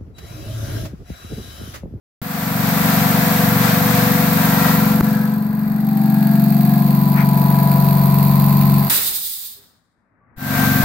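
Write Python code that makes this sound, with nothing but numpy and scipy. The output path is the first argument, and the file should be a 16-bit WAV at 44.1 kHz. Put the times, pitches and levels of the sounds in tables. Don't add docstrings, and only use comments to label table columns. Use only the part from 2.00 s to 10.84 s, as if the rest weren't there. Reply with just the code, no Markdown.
import sys
import numpy as np
from scipy import signal
from scipy.fft import irfft, next_fast_len
from scipy.io import wavfile
from scipy.ndimage import uniform_filter1d, map_coordinates

SR = 44100
rng = np.random.default_rng(int(sys.argv[2]) if len(sys.argv) > 2 else 0)


def wrap_up_sound(samples):
    columns = np.atleast_2d(samples).T
    tamed = np.clip(columns, -1, 1)
    steps = np.round(tamed * 32767).astype(np.int16)
    wavfile.write(sys.argv[1], SR, steps)


def gain_from_decibels(decibels):
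    exponent = np.asarray(decibels, float) / 20
    return 10 ** exponent


N = 389844
TIME = np.arange(N) / SR
SIZE = next_fast_len(N)
HZ = np.maximum(np.fft.rfftfreq(SIZE, 1 / SR), 1)
PAUSE_S = 7.5
STOP_S = 6.885
SHUT_S = 7.463

# time in seconds, extra path of the wall echo in metres,
# nearness to the compressor in dB, facing the high head in dB.
WALK = [(.9, 0.0, 0, -3), (2.0, 0.021, 0, 1), (2.9, 0.011, 2, 12.5), (3.14, 0.2, -4, 7),
        (3.49, 0.072, -10, 14), (3.8, 0.18, -8, 3), (4.05, 0.28, -3, 4), (4.34, 0.42, -.6, -13.5),
        (4.7, 0.58, 0.3, -2), (5.0, 0.69, -0.3, 10.5), (5.76, 0.9, 2.5, 13.5), (6.3, 1.084, 3.5, 7.5),
        (6.85, 1.14, 4, 8), (7.0, 1.5, 0, -12)]
# time in seconds, level in dB, pitch in Hz, 60 dB decay in seconds.
KNOCK = (3.0088, -1, 60, .05)


def rms_one(x):
    return x / np.sqrt(np.mean(x ** 2) + 1e-20)


def in_time(rows):
    s, *columns = np.transpose(rows)
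    return [np.interp(TIME, s, c) for c in columns]


def at_hz(points, hz):
    point_hz, value = np.array(points).T
    return np.interp(np.log(hz), np.log(point_hz), value)


def drift(rate):
    knots = rng.standard_normal(int(N / SR * 40) + 3)
    coarse = TIME[::64]
    curve = map_coordinates(knots, [coarse * min(rate, 39)], order=3)
    return np.interp(TIME, coarse, rms_one(curve))


def bump(s, half, time=TIME):
    return np.exp(-((time - s) / half) ** 2)


def noise(spectrum, alike_share=0.83):
    # frequency in Hz, likeness of left and right from 0 to 1.
    likeness = [(60, 0.9), (150, 0.97), (380, 0.9), (950, 0.5), (2380, 0.09), (5980, -0.02), (15000, 0.03)]
    # frequency in Hz, left minus right in dB.
    left_lean = [(60, -6.5), (99, -1.5), (160, 9), (270, 5), (450, 4), (740, 4.5), (1220, 8), (2010, 8),
                 (3330, 2), (5500, 0.5), (9080, 12.5), (15000, -16.5)]
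    mid, side = rng.standard_normal((2, len(HZ))) + 1j * rng.standard_normal((2, len(HZ)))
    alike = np.clip(alike_share * at_hz(likeness, HZ), 0, 1)
    pair = np.sqrt(1 + alike) * mid + np.sqrt(1 - alike) * side * [[1], [-1]]
    lean = gain_from_decibels(at_hz(left_lean, HZ) / 2 * np.array([[1], [-1]]))
    inside = (HZ > spectrum[0][0]) & (HZ < spectrum[-1][0])
    out = irfft(pair * lean * gain_from_decibels(at_hz(spectrum, HZ)) * inside, SIZE)[:, :N]
    return out / np.std(out.mean(axis=0))


def ring(clicks, hz, t60):
    r, w = gain_from_decibels(-60 / (t60 * SR)), 2 * np.pi * hz / SR
    return signal.lfilter([0, np.sin(w)], [1, -2 * r * np.cos(w), r * r], clicks + 1e-18)


def placed(x, lean_db, lag_s):
    right = np.roll(x, round(lag_s * SR))
    return np.array([x * gain_from_decibels(lean_db / 2), right * gain_from_decibels(-lean_db / 2)])


def even(x):
    return x / np.sqrt(uniform_filter1d(x ** 2, size=5600) + 1e-9)


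def ringing(clicks, level, modes):
    body = sum(gain_from_decibels(db) * ring(clicks, hz, t60) * (-1) ** k for k, (hz, db, t60) in enumerate(modes))
    return placed(level * even(body), lean_db=5.5, lag_s=0.000089)


def swells(rows, cycles):
    out = np.zeros(N)
    for s, multiple, db, half in rows:
        near = slice(int((s - 3 * half) * SR), int((s + 3 * half) * SR))
        sine = np.sin(2 * np.pi * (round(multiple) * cycles[near] + rng.random()))
        out[near] += gain_from_decibels(db) * bump(s, half, TIME[near]) * sine
    return placed(np.sqrt(2) * out, lean_db=7.0, lag_s=0.000088)


def opening_rise():
    first_rise = (TIME - 0.038) / 0.85
    restart_rise = (TIME - 8.361) / 0.28
    return np.clip(np.where(TIME < PAUSE_S, first_rise, restart_rise), 0, 1)


def pumping():
    until_stop = np.clip((STOP_S - TIME) / .015 + 1, 0, 1)
    return opening_rise() * np.where(TIME < PAUSE_S, until_stop, 1)


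def mixing():
    coast_db = 34.5 * np.maximum(TIME - 2.725, 0)
    halt_db = 150 * np.maximum(TIME - 3.33, 0)
    return np.where(TIME < PAUSE_S, gain_from_decibels(-coast_db - halt_db), 1)


def crank():
    # time in seconds, turns made.
    runs = [
        [(0.22, 0.007), (2.65, 57.809), (4.15, 93.26), (5.15, 116.79), (6.9, 157.77)],
        [(8.38, 0.068), (8.83, 10.759)],
    ]
    return np.where(TIME < PAUSE_S, *[in_time(run)[0] for run in runs])


def throb(turns, lead, smear):
    # order, level in dB, wall echo share from 0 to 1, echo phase in turns,
    # dB more under mixer load.
    strong_orders = [(4.0, -34, 0.7, 0.406, 2.5), (5.0, -44, 0.1, 1.24, 10), (6.0, -22, 1, 0.598, -2.5),
                     (7.0, -26.5, 0.82, 0.827, 2.05), (8.0, -21.5, 0.37, 0.63, -0.56),
                     (9.0, -17, 0.61, 0.909, -9), (10.0, -38.5, 0.46, 0.083, 2.6),
                     (11.0, -33, 0.96, 0.724, 4.5)]
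    weak_orders = [(3, -58.24, 0.9, -0.11, -2), (12, -44.5, 0.56, 0.29, 1.76), (13, -40, 0.8, 0.64, -5.5),
                   (14, -50, 0, 0.43, 1.5), (15, -43, 0.47, 0.32, -5), (16, -53, 0.43, 0.89, -6),
                   (17, -48, 0.6, 0.15, -6.5), (18, -52.5, 0.35, -0.18, 6), (19, -56.5, 0.49, 0.88, 4.21)]
    levels = order_levels(strong_orders)
    levels[5] = levels[5] * gain_from_decibels(5.7 * mixing() * drift(3.5))
    out = np.zeros(N)
    for k, level in levels.items():
        phase = k * turns + lead * (k - 8) + smear * max(k - 8, 0) ** 2
        out += level * np.cos(2 * np.pi * phase)
    out += gain_from_decibels(-22) * levels[4] ** .6 * pumping() * np.cos(2 * np.pi * 2 * turns)
    for k, level in order_levels(weak_orders).items():
        out += level * gain_from_decibels(2.5 * drift(2.0)) * np.cos(2 * np.pi * (k * turns + rng.random()))
    return placed(np.sqrt(2) * out, lean_db=2.5, lag_s=.00017)


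def order_levels(table):
    crank_hz, follows_nearness = 23.53, 0.68
    step = slice(None, None, 64)
    echo_m, near_db, _ = [c[step] for c in in_time(WALK)]
    load = mixing()[step]
    sag = np.clip((TIME - STOP_S) / .14 + 1, 0, 1) * (TIME < PAUSE_S)
    common = pumping() * gain_from_decibels(-10 * sag ** 2)
    levels = {}
    for order, db, share, phase, load_db in table:
        k = round(order)
        echo_turns = k * crank_hz * echo_m / 343 + phase
        echo = np.sqrt(1 + share ** 2 + 2 * share * np.cos(2 * np.pi * echo_turns))
        level = gain_from_decibels(db + follows_nearness * near_db + load_db * load) * echo
        levels[k] = common * np.interp(TIME, TIME[step], level)
    return levels


def valves(turns, lag, between_db):
    # place in the turn from 0 to 1, level in dB, 1 for an in-between valve.
    snaps = [
        (.03, 0.0, 0),
        (.3, -3.0, 1),
        (.55, -4.0, 0),
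        (.86, -6.0, 1),
    ]
    # frequency in Hz, level in dB, 60 dB decay in seconds.
    low_head = [(682, 0, .11), (712, -1, .1), (745, -4, .08), (782, 0, .1), (855, -2, .07)]
    high_head = [(925, -5, .07), (985, 0, .13), (1033, -2, .1), (1078, -4, .1), (1310, -6, .06)]
    air_pipe = [(1668, 0, .08), (1310, -14, .05)]
    # frequency in Hz, dB per Hz.
    puff_color = [(5500, -35.5), (7500, -30), (8500, -21.5), (10000, -20.5), (11000, -12), (11600, -7.5),
                  (13000, -0.5), (14000, -6), (15400, -7), (16000, -6)]
    # frequency in Hz, dB per Hz.
    flow_color = [(180, -33), (300, -10), (540, -19.5), (698, -12), (1030, -13), (1160, -17), (1700, -22),
                  (1800, -22), (2510, -21), (3100, -29.5), (4450, -17.5), (5670, -34.5), (8260, -30.5),
                  (9900, -35.5), (11000, -35.5), (14300, -66), (22000, -120)]
    # time in seconds, order, level in dB,
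    # half length in seconds.
    head_swells = [(4.05, 33, -35, .25), (4.4, 29, -37, .2), (4.72, 30, -31.5, .22), (4.7, 32, -38, .2),
                   (5.8, 29, -35, .5), (5.6, 42, -31, .6), (6.55, 42, -34, .45), (4.85, 44, -39, .2),
                   (6.5, 44, -35, .45), (6.45, 46, -39, .45), (4.2, 38, -44, .3), (5.4, 37, -37, .25),
                   (6.6, 35, -40, .3), (6.2, 40, -40, .4)]

    puffs_level, flow, low, high, pipe = air_levels()
    steady = .14 + 0.75 * mixing()
    clicks, puffs = np.zeros(N), np.zeros(N)
    for turn, db, between in snaps:
        beat = np.floor(turns - lag - turn)
        at = np.flatnonzero(np.diff(beat) > 0)
        luck = rng.standard_normal((200, 3))[:len(at)]
        size = gain_from_decibels(db + between * between_db[at])
        clicks[at] += size * gain_from_decibels(.7 * luck[:, 0])
        late = (.0006 * SR * abs(luck[:, 2])).astype(int)
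        puffs[np.minimum(at + late, N - 1)] += size * gain_from_decibels(2.0 * luck[:, 1])
    fall, rise = np.exp(-1 / (.004 * SR)), np.exp(-1 / (.0005 * SR))
    gate = signal.lfilter([1 - rise], np.convolve([1, -fall], [1, -rise]), puffs + 1e-18)
    out = puffs_level * noise(puff_color) * even(steady + gate)
    out += flow * gain_from_decibels(2.0) * noise(flow_color) * even(0.47 + steady + gate)
    contacts = rattle(turns)
    out += placed(np.sqrt(low * high) * gain_from_decibels(-7.5) * contacts, lean_db=4.5, lag_s=0.00034)
    clicks = clicks + .06 * contacts
    out += ringing(clicks, low * gain_from_decibels(-9.0), low_head)
    out += ringing(clicks, high * gain_from_decibels(-10.5), high_head)
    out += pumping() * swells(head_swells, turns)
    out += ringing(clicks, pipe, air_pipe)
    return out


def air_levels():
    # time in seconds, level in dB,
    # half length in seconds.
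    pipe_swells = [
        (3.17, -38.5, 0.16),
        (3.6, -45.5, 0.21),
        (4.28, -38.5, 0.25),
        (4.75, -42.5, 0.14),
        (5.6, -42.5, .35),
    ]
    echo_m, near_db, facing_db = in_time(WALK)
    on, load = pumping(), mixing()
    air = on * gain_from_decibels(near_db)
    puffs = np.hypot(air * gain_from_decibels(-32.5), on * load * gain_from_decibels(-27))
    low = air * gain_from_decibels(-26 - 4 * echo_m ** 2 + load * (3.0 * drift(4.1) - 6))
    high = air * gain_from_decibels(-38.5 + facing_db + load * 3.0 * drift(4.0))
    pipe = on * sum(gain_from_decibels(db) * bump(s, half) for s, db, half in pipe_swells)
    return puffs, air * gain_from_decibels(-38), low, high, pipe


def rattle(turns):
    order = np.arange(1025)
    shape = (order > 19) * (order < 105) * order ** 2 / (1 + (order / 40) ** 7)
    loops = irfft(shape * np.exp(2j * np.pi * rng.random((3, 1025))), axis=1)
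    at = (turns % 1 * 2047).astype(int)
    return rms_one(sum(gain_from_decibels(3 * drift(.8)) * loop[at] for loop in loops))


def mixer():
    # frequency in Hz, dB per Hz.
    grind_color = [(160, -28.5), (280, -10), (312, -28), (381, -23), (494, -9), (550, -13), (715, -3.5),
                   (796, -9), (1690, -10), (2450, -14.5), (2940, -19.5), (3870, -17), (11000, -27.5),
                   (14300, -54), (22000, -120)]
    # frequency in Hz, dB per Hz.
    rumble_color = [(25, -8), (40, -31.5), (55, -6.5), (80, -3), (110, 0), (200, 9.5), (280, -2),
                    (400, -30)]
    # frequency in Hz, level in dB, dB more on restart.
    gear_lines = [(496, 0, 0), (714, -3, 8), (975, -7, 4), (1145, -10, 8), (1358, -8, 6), (1569, -11, 24),
                  (1690, -10, 6), (121, 1, 12), (250, -20, 32)]
    # time in seconds, frequency in Hz, level in dB,
    # half length in seconds.
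    gear_swells = [
        (1.1, 1147, -34, 0.49),
        (2.55, 953, -33, .25),
        (2.55, 1554, -36, 0.34),
        (2.65, 1920, -31, 0.13),
        (2.75, 1367, -33.5, 0.26),
        (3.18, 1295, -43, 0.17),
        (3.19, 1554, -41, 0.13),
        (3.16, 1666, -42, 0.11),
    ]
    load, restarted = mixing(), TIME > 8
    grind = opening_rise() * load * gain_from_decibels(-25)
    whine = opening_rise() * load ** .45 * gain_from_decibels(-32 - 9 * restarted)
    out = grind * gain_from_decibels(1.5 + 1.0 * drift(9)) * noise(grind_color)
    out += grind * gain_from_decibels(-6.0 + 1.3 * drift(6.5)) * noise(rumble_color)
    shaft = np.cumsum(1 + .0008 * drift(4)) / SR
    for hz, db, restart_db in gear_lines:
        level = whine * gain_from_decibels(db + restart_db * restarted + 1.5 * drift(3))
        line = np.sqrt(2) * level * np.sin(2 * np.pi * hz * shaft)
        out += placed(line, lean_db=7.0, lag_s=0.000053)
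    return out + swells(gear_swells, shaft)


def blow_off():
    # frequency in Hz, dB per Hz.
    hiss_color = [(1650, -28.5), (2800, -23.5), (3670, -7), (4270, -10.5), (5090, -9.5), (5600, -16.5),
                  (8300, -11.5), (11900, -9.5), (13900, -5), (14800, -8.5), (16000, -12.5)]
    # frequency in Hz, dB per Hz.
    roar_color = [(24, -36), (40, -12), (158, -2), (337, -9), (390, -6.5), (450, -11), (1280, -7),
                  (3000, -7.5), (3900, -41.5), (6600, -120)]
    # delay in seconds, level in dB, dB lost per second.
    hiss_parts = [
        (0.0, -22, 200),
        (0.0, -16.5, 42),
        (0.0, -27, 10),
    ]
    roar_parts = [
        (0.0, -23, 2200),
        (0.038, -27, 900),
        (0.002, -24.5, 76),
        (0.0031, -48, 15),
    ]
    ragged = gain_from_decibels(1.2 * drift(38))
    air = noise(hiss_color)
    dull = signal.sosfilt(signal.butter(2, 7000, fs=SR, output="sos"), air)
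    bright = gain_from_decibels(-40 * np.maximum(TIME - SHUT_S, 0))
    hiss = dying(hiss_parts) * ragged * (dull + bright * (air - dull))
    roar = dying(roar_parts) * noise(roar_color, alike_share=.3)
    return hiss + roar * gain_from_decibels(np.array([[-4.0], [4.0]]))


def dying(parts):
    total = np.zeros(N)
    for delay, db, loss in parts:
        age = np.maximum(TIME - 6.896 - delay, 0)
        total += (np.minimum(age / .003, 1) * gain_from_decibels(db - loss * age)) ** 2
    return np.sqrt(total) * gain_from_decibels(-79 * np.maximum(TIME - SHUT_S, 0))


def handling():
    # time in seconds, frequency in Hz, level in dB.
    far_taps = [
        (3.5, 470, -42),
        (3.66, 470, -43),
        (4.87, 510, -38),
        (5.38, 500, -40),
        (5.74, 510, -39),
        (7.56, 410, -56),
        (8.2, 1150, -60),
    ]
    # time in seconds, level in dB, half length in seconds.
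    shoe = (5.2, -27.5, 0.042)
    s, db, hz, t60 = KNOCK
    click = np.zeros(N)
    click[round(s * SR)] = gain_from_decibels(db)
    knock = ring(click, 300, .014) + 1.3 * ring(click, 1300, .0025) + 1.8 * click
    knock -= .5 * ring(click, hz, t60)
    out = signal.lfilter([.35], [1, -.65], knock)
    age = TIME[:SR // 4]
    swell = age / .025 * np.exp(1 - age / .025)
    for s, hz, db in far_taps:
        at = round(s * SR)
        out[at:at + len(age)] += gain_from_decibels(db) * swell * np.sin(2 * np.pi * hz * age)
    s, db, half = shoe
    grit = noise([(700, -8), (1100, 0), (2400, -1), (2900, -18), (6500, -24), (7500, -40)])
    return out + gain_from_decibels(db) * bump(s, half) * grit


def building_site():
    # frequency in Hz, dB per Hz.
    murmur_color = [(15, -52), (25, -20.5), (38, -19.5), (48, -19), (107, -8.5), (147, -15), (243, -12.5),
                    (403, -24), (1200, -23), (1940, -26), (2600, -41), (3380, -70.5), (5720, -120)]
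    # time in seconds, level in dB.
    murmur_db = [(.22, -40), (6.8, -39.5), (7.2, -74), (7.6, -58.5), (7.9, -65), (8.15, -60), (8.25, -58),
                 (8.35, -52), (8.84, -60)]
    return gain_from_decibels(in_time(murmur_db)[0] + 2.0 * drift(4.2)) * noise(murmur_color)


def scene():
    # time in seconds, arrival lead in turns, upper-order smear in turns,
    # valve lag in turns, in-between valves in dB.
    sound_path = [(.2, -.045, -.063, .13, -12), (2.6, -.045, -.063, .13, -12), (3.3, .12, -.1, .02, -12),
                  (4.3, .12, -.08, .02, -10), (5.2, .12, -.06, 0.0, -2), (5.7, .12, .05, -.02, -2),
                  (6.0, .12, .2, -.03, -2), (6.9, .11, .33, -.03, -2), (8.3, -.13, 0.0, .1, -12)]
    turns = crank()
    lead, smear, lag, between_db = in_time(sound_path)
    compressor = throb(turns, lead, smear) + valves(turns, lag, between_db)
    return compressor + mixer() + blow_off() + handling() + building_site()


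def low_pass(x):
    return signal.sosfilt(signal.butter(12, 16970, fs=SR, output="sos"), x)


def record(dry):
    duck = gain_from_decibels(-9 * bump(KNOCK[0] + .012, .008))
    wet = dry * duck * (TIME > .2165)
    wet = wet / (1 + (wet / .8) ** 6) ** (1 / 6)
    top_cut = signal.ellip(12, .3, 70, 15780, fs=SR, output="sos")
    return low_pass(signal.sosfilt(top_cut, wet))


dry = scene()
out = record(dry)
wrap_up_sound(out)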